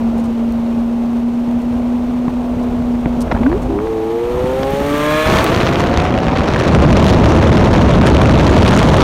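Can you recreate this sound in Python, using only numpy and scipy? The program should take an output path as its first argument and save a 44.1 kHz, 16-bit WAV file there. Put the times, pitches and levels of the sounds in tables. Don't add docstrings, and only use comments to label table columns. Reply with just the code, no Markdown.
import sys
import numpy as np
from scipy import signal
from scipy.fft import rfft, irfft, next_fast_len
from scipy.io import wavfile
from scipy.ndimage import uniform_filter1d, minimum_filter1d

SR = 44100
rng = np.random.default_rng(int(sys.argv[2]) if len(sys.argv) > 2 else 0)


def to_linear_factor(level_db):
    exponent = np.asarray(level_db, float) / 20
    return 10 ** exponent


def pcm_store(signal):
    levels = np.round(np.clip(np.atleast_2d(signal), -1, 1) * 32767)
    wavfile.write(sys.argv[1], SR, levels.astype(np.int16).T)


N = 398223
TIME_S = np.arange(N) / SR


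def evened(x):
    return x / np.sqrt(np.mean(x ** 2) + 1e-20)


def curves(rows):
    s, *rest = np.transpose(rows)
    since_start_s = TIME_S - s[0] + (s[0] == 0)
    until_end_s = s[-1] - TIME_S + (s[-1] > 9)
    gate = np.clip(np.minimum(since_start_s, until_end_s) / .02, 0, 1)
    return gate, *(np.interp(TIME_S, s, c) for c in rest)


def swells(rows):
    return sum(db * np.exp(-((TIME_S - s) / half_width_s) ** 2) for s, db, half_width_s in rows)


def shaped(x, db_of):
    size = next_fast_len(len(x))
    gain = to_linear_factor(db_of(np.fft.rfftfreq(size, 1 / SR)))
    return irfft(rfft(x, size) * gain, size)[:len(x)]


def noise(points):
    f, db = np.transpose(points)
    white = rng.standard_normal(N)
    return evened(shaped(white, lambda hz: np.interp(np.log(hz + 1), np.log(f + 1), db)))


def band(x, lo_hz, hi_hz):
    sos = signal.butter(2, [lo_hz, min(hi_hz, SR / 2.2)], "band", fs=SR, output="sos")
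    return signal.sosfilt(sos, x)


def chance(top_hz, slope_db):
    step = 32
    coarse = N // step + 2
    hz = np.fft.rfftfreq(coarse, step / SR)
    gain = ((hz > 2) & (hz < top_hz)) * to_linear_factor(slope_db * np.log2(hz + 1))
    wander = irfft(rfft(rng.standard_normal(coarse)) * gain, coarse)
    return np.interp(np.arange(N) / step, np.arange(coarse), evened(wander))


def pulse(t, rise_s):
    return t / rise_s * np.exp(1 - t / rise_s)


def add(mix, s, sound):
    part = mix[round(s * SR):][:len(sound)]
    part += sound[:len(part)]


# start_s, level_db
WIND_STRENGTH = [(0.0, -28), (1.2, -34.5), (2.5, -29), (2.6, -26.5), (3.0, -28.5), (3.55, -20.5),
                 (3.95, -32), (4.2, -37.5), (4.35, -25), (5.22, -30.5), (5.29, -16), (5.5, -19.5),
                 (6.68, -16.5), (6.77, -8), (7.1, -9.5), (8.2, -9.5), (8.4, -9.5), (9.03, -8.5)]


def wind():
    turn_s, turn_length_s = 5.25, 0.045
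    return curves(WIND_STRENGTH)[1], np.clip((TIME_S - turn_s) / turn_length_s, 0, 1)


# centre_s, change_db, half_width_s
GUST_SWELLS = [(0.35, -3, 0.039), (1.43, -3.5, 0.015), (1.76, 5, 0.04), (2.21, -1, 0.037), (3.07, 9, 0.011),
               (3.32, 3, 0.073), (3.425, 5, 0.016), (3.64, -0.5, 0.025), (3.59, -3, 0.02), (4.82, 7, 0.022),
               (4.93, 2.5, .05), (6.21, -5, 0.016), (6.44, -5, .02), (6.64, -14, 0.014), (8.0, 8, 0.017),
               (8.33, 5, 0.034)]


def gusty_wind_db():
    return wind()[0] + swells(GUST_SWELLS)


# freq_hz, density_db_per_hz
ROAD_SPECTRUM = [(150, -18.5), (260, -8.5), (293, -14.5), (527, -15.5), (616, -15.5), (964, -22),
                 (1760, -38.5), (2530, -40.5), (4870, -51), (13000, -60.5), (16000, -68)]


def road(gusty_db):
    exposed = wind()[1]
    road_db = -27.5 + 0.46 * (gusty_db + 29.5) - 3 * exposed
    roar = noise(ROAD_SPECTRUM) * to_linear_factor(0.83 * chance(110, -1.6))
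    roar = roar / np.std(band(roar, 515, 776))
    treble = shaped(roar, lambda hz: -20 * np.log10(1 + (1800 / (hz + 1)) ** 4))
    treble_db = -28.5 + 0.32 * (road_db + 29.0) - 8.8 * exposed
    return to_linear_factor(road_db - 4.5) * (roar - treble) + to_linear_factor(treble_db) * treble


# freq_hz, density_db_per_hz
BOOM_SPECTRUM = [(8.8, -54), (15, -26), (29, -15), (49, 6), (114, -5.5), (151, -3.5), (194, -11.5),
                 (200, -7), (260, -46), (440, -120)]
# freq_hz, density_db_per_hz
BUFFET_SPECTRUM = [(8.8, -55), (15, -44), (27, -18.5), (70, -2), (124, -4), (226, -7), (278, -11),
                   (451, -24), (500, -39), (650, -18), (1100, -120)]


def buffeting(gusty_db):
    exposed = wind()[1]
    boom = np.sqrt(1 - exposed) * noise(BOOM_SPECTRUM)
    buffet = np.sqrt(exposed) * to_linear_factor(2.5) * noise(BUFFET_SPECTRUM)
    return to_linear_factor(gusty_db + 2.35 * chance(40, 0.77)) * (boom + buffet)


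def eddy_flutter():
    snaps_per_s, snap_s, snap_size = 120, 0.00066, 2.2
    u = np.arange(600) / SR / snap_s
    bursts = (rng.random(N) < snaps_per_s / SR) * rng.exponential(1, N)
    snaps = snap_size * signal.oaconvolve(bursts, np.exp(-u) * np.minimum(4 * u, 1))[:N]
    return 3.6 * np.tanh((.85 * chance(500, -.4) + snaps) / 3.6)


# freq_hz, density_db_per_hz
STREAM_SPECTRUM = [(180, -24), (300, -0.5), (455, -6), (537, -4.5), (828, -12.5), (885, -10), (2100, -20),
                   (3950, -27), (6200, -35.5), (10600, -43.5), (12700, -61), (16000, -59.5)]
# start_s, facing_db
PORT_FACING = [(5.2, 6.5), (5.5, 2), (5.8, -1), (6.25, -6.5), (6.55, -1.5), (7.05, 3.5), (7.4, 2.5),
               (8.3, 2), (8.6, 7), (9.03, 7.5)]
# centre_s, treble_db, half_width_s
SHARP_EDDIES = [(5.81, 2.5, 0.0077), (6.61, 4, 0.005), (6.68, 15.5, 0.0046), (7.07, 7, .03),
                (8.07, 14.5, 0.0083), (8.5, 0.5, 0.3)]


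def rush():
    wind_db, exposed = wind()
    facing_db = curves(PORT_FACING)[1]
    level_db = -23 + 0.41 * facing_db
    bright_db = 0.83 * facing_db + chance(60, 0) + swells(SHARP_EDDIES)
    body_db = 0.38 * (wind_db + 11)
    source, flutter, out = noise(STREAM_SPECTRUM), eddy_flutter(), np.zeros(N)
    # lo_hz, hi_hz, depth_db, share of bright_db (0: the body, which follows the wind)
    bands = [(250, 1200, 2.2, 0), (1200, 3000, 5, .2), (3000, 6500, 6.6, .5),
             (6500, 10500, 7, .8), (10500, 19000, 7.6, .9)]
    for lo_hz, hi_hz, depth_db, share in bands:
        swing = evened(to_linear_factor(depth_db * (flutter + .2 * chance(300, -.4))))
        part = band(band(source, lo_hz * .7, hi_hz * 1.4), lo_hz, hi_hz)
        out += part * swing * to_linear_factor(share * bright_db if share else body_db)
    top_hiss = to_linear_factor(-63) * evened(band(rng.standard_normal(N), 8000, 17000))
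    return np.sqrt(exposed) * (to_linear_factor(level_db) * out / np.std(band(source, 1400, 4500)) + top_hiss)


# start_s, peak_db
AIR_BUMPS = [(1.48, -8), (2.28, -3), (2.568, -6.5), (3.06, 5.5), (3.169, -14), (3.326, -3.5), (4.442, 0.5),
             (4.599, -6.5), (4.641, -10), (4.736, -3.5), (4.81, -5), (4.942, -5.5)]


def bumps():
    out, t = np.zeros(N), np.arange(3000) / SR
    start_hz = 239
    turns = start_hz * 0.011 * (1 - np.exp(-t / 0.0096))
    for s, db in AIR_BUMPS:
        add(out, s, to_linear_factor(db - 3.5) * np.sin(2 * np.pi * turns) * np.exp(-(t / 0.0043) ** 2))
    return out


# start_s, peak_db
AIR_TICKS = [(0.178, -34.5), (0.195, -34.5), (0.2379, -35), (0.252, -38), (1.6147, -40), (2.6245, -38),
             (3.204, -26), (3.2142, -23), (3.617, -35), (3.627, -36), (4.646, -38), (5.8371, -35.5)]


def ticks():
    out, t = np.zeros(N), np.arange(3000) / SR
    for s, db in AIR_TICKS:
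        puff = rng.standard_normal(len(t)) * pulse(t, 0.0039)
        add(out, s, to_linear_factor(db - 4.0) * band(puff, 3200, 10500))
    return out


# start_s, peak_db, lowest_hz, rise_s
GRIT_CLICKS = [
    (0.522, -36, 3000, .001),
    (4.703, -36, 7000, .003),
    (4.976, -33, 9000, .003),
    (5.442, -15, 2500, .0007),
]


def clicks():
    out, t = np.zeros(N), np.arange(3000) / SR
    for s, db, lo_hz, rise_s in GRIT_CLICKS:
        click = rng.standard_normal(len(t)) * pulse(t, rise_s)
        add(out, s, to_linear_factor(db) * band(click, lo_hz, 16000))
    return out


# freq_hz, density_db_per_hz
EXHAUST_SPECTRUM = [(760, -11.5), (1300, 1.5), (1640, -0.5), (1760, 1), (2890, -4.5), (3420, -5.5),
                    (5090, -15.5), (5960, -15), (14300, -21.5), (16000, -31)]
# start_s, level_db
EXHAUST_HISS_LEVEL = [(3.8, -54.5), (4.72, -41), (5.02, -34.5), (5.36, -32), (5.45, -38), (5.82, -46.5), (6.1, -64)]
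# start_s, crank_hz, level_db
PULL_CURVE = [(3.66, 100.2, -30), (3.75, 98.5, -18.5), (3.86, 112.0, -20.5), (4.02, 109.9, -19),
              (4.5, 128.7, -18.5), (4.9, 144.6, -23), (5.2, 154.5, -21), (5.5, 164.5, -26),
              (6.5, 197.0, -31)]


def exhaust_hiss():
    crank_turns = np.cumsum(curves(PULL_CURVE)[1]) / SR
    gate, hiss_db = curves(EXHAUST_HISS_LEVEL)
    puff_db = 1.5 * np.cos(2 * np.pi * crank_turns) + 1.7 * np.cos(8 * np.pi * crank_turns)
    puffs = evened(to_linear_factor(puff_db + 1.24 * chance(180, -1.6)))
    hiss = noise(EXHAUST_SPECTRUM)
    return gate * to_linear_factor(hiss_db - 5.5) * hiss * puffs / np.std(band(hiss, 8300, 14200))


def tone(turns, db):
    waver_db = .9 * chance(30, -2)
    return np.sqrt(2) * to_linear_factor(db + waver_db) * np.sin(2 * np.pi * (turns + rng.random()))


def firing_line(rows):
    gate, hz, db = curves(rows)
    turns = np.cumsum(hz) / SR
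    return gate * (tone(turns, db) + tone(2 * turns, db - 35))


# start_s, firing_hz, level_db
DRONE_LINE = [(0.0, 230.4, -15.5), (0.64, 232.8, -16), (1.6, 239.6, -15.5), (2.3, 244.9, -17),
              (2.49, 243.7, -18.5), (2.9, 241.0, -16.5), (3.24, 240.3, -17.5), (3.33, 236.2, -19),
              (3.41, 228.3, -19)]
# centre_s, change_db, half_width_s
DRONE_STUMBLES = [
    (1.62, -8, 0.011),
    (3.12, 0.5, .02),
    (3.305, -16, 0.035),
    (3.38, -12, 0.009),
]


def drone():
    return to_linear_factor(swells(DRONE_STUMBLES)) * firing_line(DRONE_LINE)


# start_s, firing_hz, level_db
BLIP_LINE = [(3.39, 230.3, -36), (3.412, 236.6, -6.5), (3.432, 232.5, -18.5), (3.468, 261, -7.5),
             (3.502, 324, -19.5), (3.538, 355, -15), (3.568, 434, -17), (3.62, 423, -53)]
# start_s, firing_hz, level_db
LINGER_LINE = [(3.49, 238, -26), (3.54, 250, -23), (3.58, 237, -22), (3.62, 247, -21), (3.66, 247, -23),
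               (3.7, 263, -21), (3.76, 263, -27)]
# start_s, pitch_hz, level_db
BITE_LINE = [(3.67, 322, -28), (3.7, 327, -22), (3.74, 333, -20), (3.78, 335, -27)]


def downshift():
    return firing_line(BLIP_LINE) + firing_line(LINGER_LINE) + firing_line(BITE_LINE)


# crank_order, relative_db (7.31: gear whine)
ORDER_LEVELS = [(1, -19), (2, -17), (3, -4), (4, 0), (5, -22), (6, -21), (7, -25), (8, -21), (7.31, -30),
                (9, -26), (10, -23.5), (11, -27)]
# crank_order, centre_s, half_width_s, peak_db
ORDER_BEAMS = [(1, 5.0, .2, -27), (2, 3.78, .05, -28), (2, 4.65, .08, -27), (2, 4.92, .1, -19.5),
               (2, 5.08, .17, -21), (3, 4.85, .25, -26), (4, 5.15, .12, -19), (4, 6.0, .45, -28.5),
               (5, 5.35, .15, -30), (6, 4.72, .17, -25.5), (6, 5.1, .3, -33), (7, 4.48, .09, -31),
               (7, 5.12, .13, -24), (7, 5.3, .25, -27), (8, 4.63, .08, -35), (8, 4.98, .12, -27),
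               (8, 5.2, .25, -28), (7.31, 4.05, .25, -32.5), (7.31, 5.1, .25, -38), (9, 5.05, .3, -35),
               (11, 5.2, .22, -27)]
# crank_order, peak_db
SCREAM_ORDERS = [(12, -45), (13, -42), (14, -35), (15, -34), (16, -32), (17, -42), (18, -40), (20, -39),
                 (22, -34.5), (26, -40)]


def pull():
    gate, crank_hz, level_db = curves(PULL_CURVE)
    turns, exposed = np.cumsum(crank_hz) / SR, wind()[1]
    power = {k: to_linear_factor(2 * (level_db + db)) for k, db in ORDER_LEVELS}
    for k, s, half_width_s, db in ORDER_BEAMS:
        beam = to_linear_factor(2 * db) * np.exp(-2 * ((TIME_S - s) / half_width_s) ** 2)
        power[k] = power.get(k, 1e-9) + beam
    lines = sum(tone(k * turns, 10 * np.log10(p)) for k, p in power.items())
    scream_s, scream_half_width_s = 5.23, .2
    swell = np.exp(-((TIME_S - scream_s) / scream_half_width_s) ** 2) * to_linear_factor(-5 * exposed)
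    scream = swell * sum(tone(k * turns, db) for k, db in SCREAM_ORDERS)
    shake_db = 1.2 * exposed * chance(59, -1.5)
    return gate * (lines + scream) * to_linear_factor(shake_db)


# start_s, peak_db, ring_hz, treble_db, rise_s
EXHAUST_POPS = [(2.281, -20, 1030, -53, 0.0014), (3.0577, -7.5, 910, -51, 0.00097),
                (3.278, -21, 1150, -46, 0.0012), (3.313, -10, 705, -35, 0.0022),
                (3.32, -9.5, 1090, -33, 0.001), (3.323, -13, 1020, -42, 0.001),
                (3.347, -21, 1380, -48, 0.0012), (3.353, -20, 810, -51, 0.0017),
                (3.364, -15, 800, -53, 0.0014), (3.371, -20, 900, -53, 0.0022),
                (3.433, -14, 790, -56, 0.0014), (3.463, -14, 1510, -49, 0.0016),
                (3.515, -20, 1010, -48, 0.0016), (3.526, -14, 706, -52, 0.0015),
                (3.788, -19, 1180, -52, 0.0014), (3.8, -23, 1080, -55, 0.002),
                (3.87, -23, 1010, -48, 0.0011), (4.631, -11.5, 700, -27.5, 0.0011)]


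def pops():
    out, t = np.zeros(N), np.arange(3000) / SR
    for s, db, ring_hz, treble_db, rise_s in EXHAUST_POPS:
        grit = rng.standard_normal(len(t))
        body = evened(band(band(grit, 350, 2000), 350, 2000))
        treble = evened(band(band(grit, 2400, 6000), 2400, 6000))
        ring = np.sin(2 * np.pi * ring_hz * t) + 0.64 * body
        add(out, s, pulse(t, rise_s) * (to_linear_factor(db - 1.5) * ring + to_linear_factor(treble_db + 1.5) * treble))
    return out


def scene():
    gusty_db = gusty_wind_db()
    air = road(gusty_db) + buffeting(gusty_db) + rush()
    knocks = bumps() + ticks() + clicks()
    engine = drone() + downshift() + pull() + pops()
    return (air + knocks + exhaust_hiss() + engine)[None]


def band_limit(x):
    return signal.sosfilt(signal.butter(12, 16430, fs=SR, output="sos"), x)


# centre_hz, width_hz, change_db
PORT_RESPONSE = [(4930, 250, -2.5), (7650, 600, -2.5), (10560, 860, -6)]


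def record(dry):
    def port_db(hz):
        dips_db = sum(db * np.exp(-((hz - f) / width) ** 2) for f, width, db in PORT_RESPONSE)
        return dips_db - 60. * (hz > 15830)

    coloured = shaped(dry[0], port_db)
    room_left = np.minimum(.8 / (abs(coloured) + 1e-9), 1)
    gain = uniform_filter1d(minimum_filter1d(room_left, size=177), size=89)
    return band_limit((coloured * gain)[None])


dry = scene()
out = record(dry)
pcm_store(out)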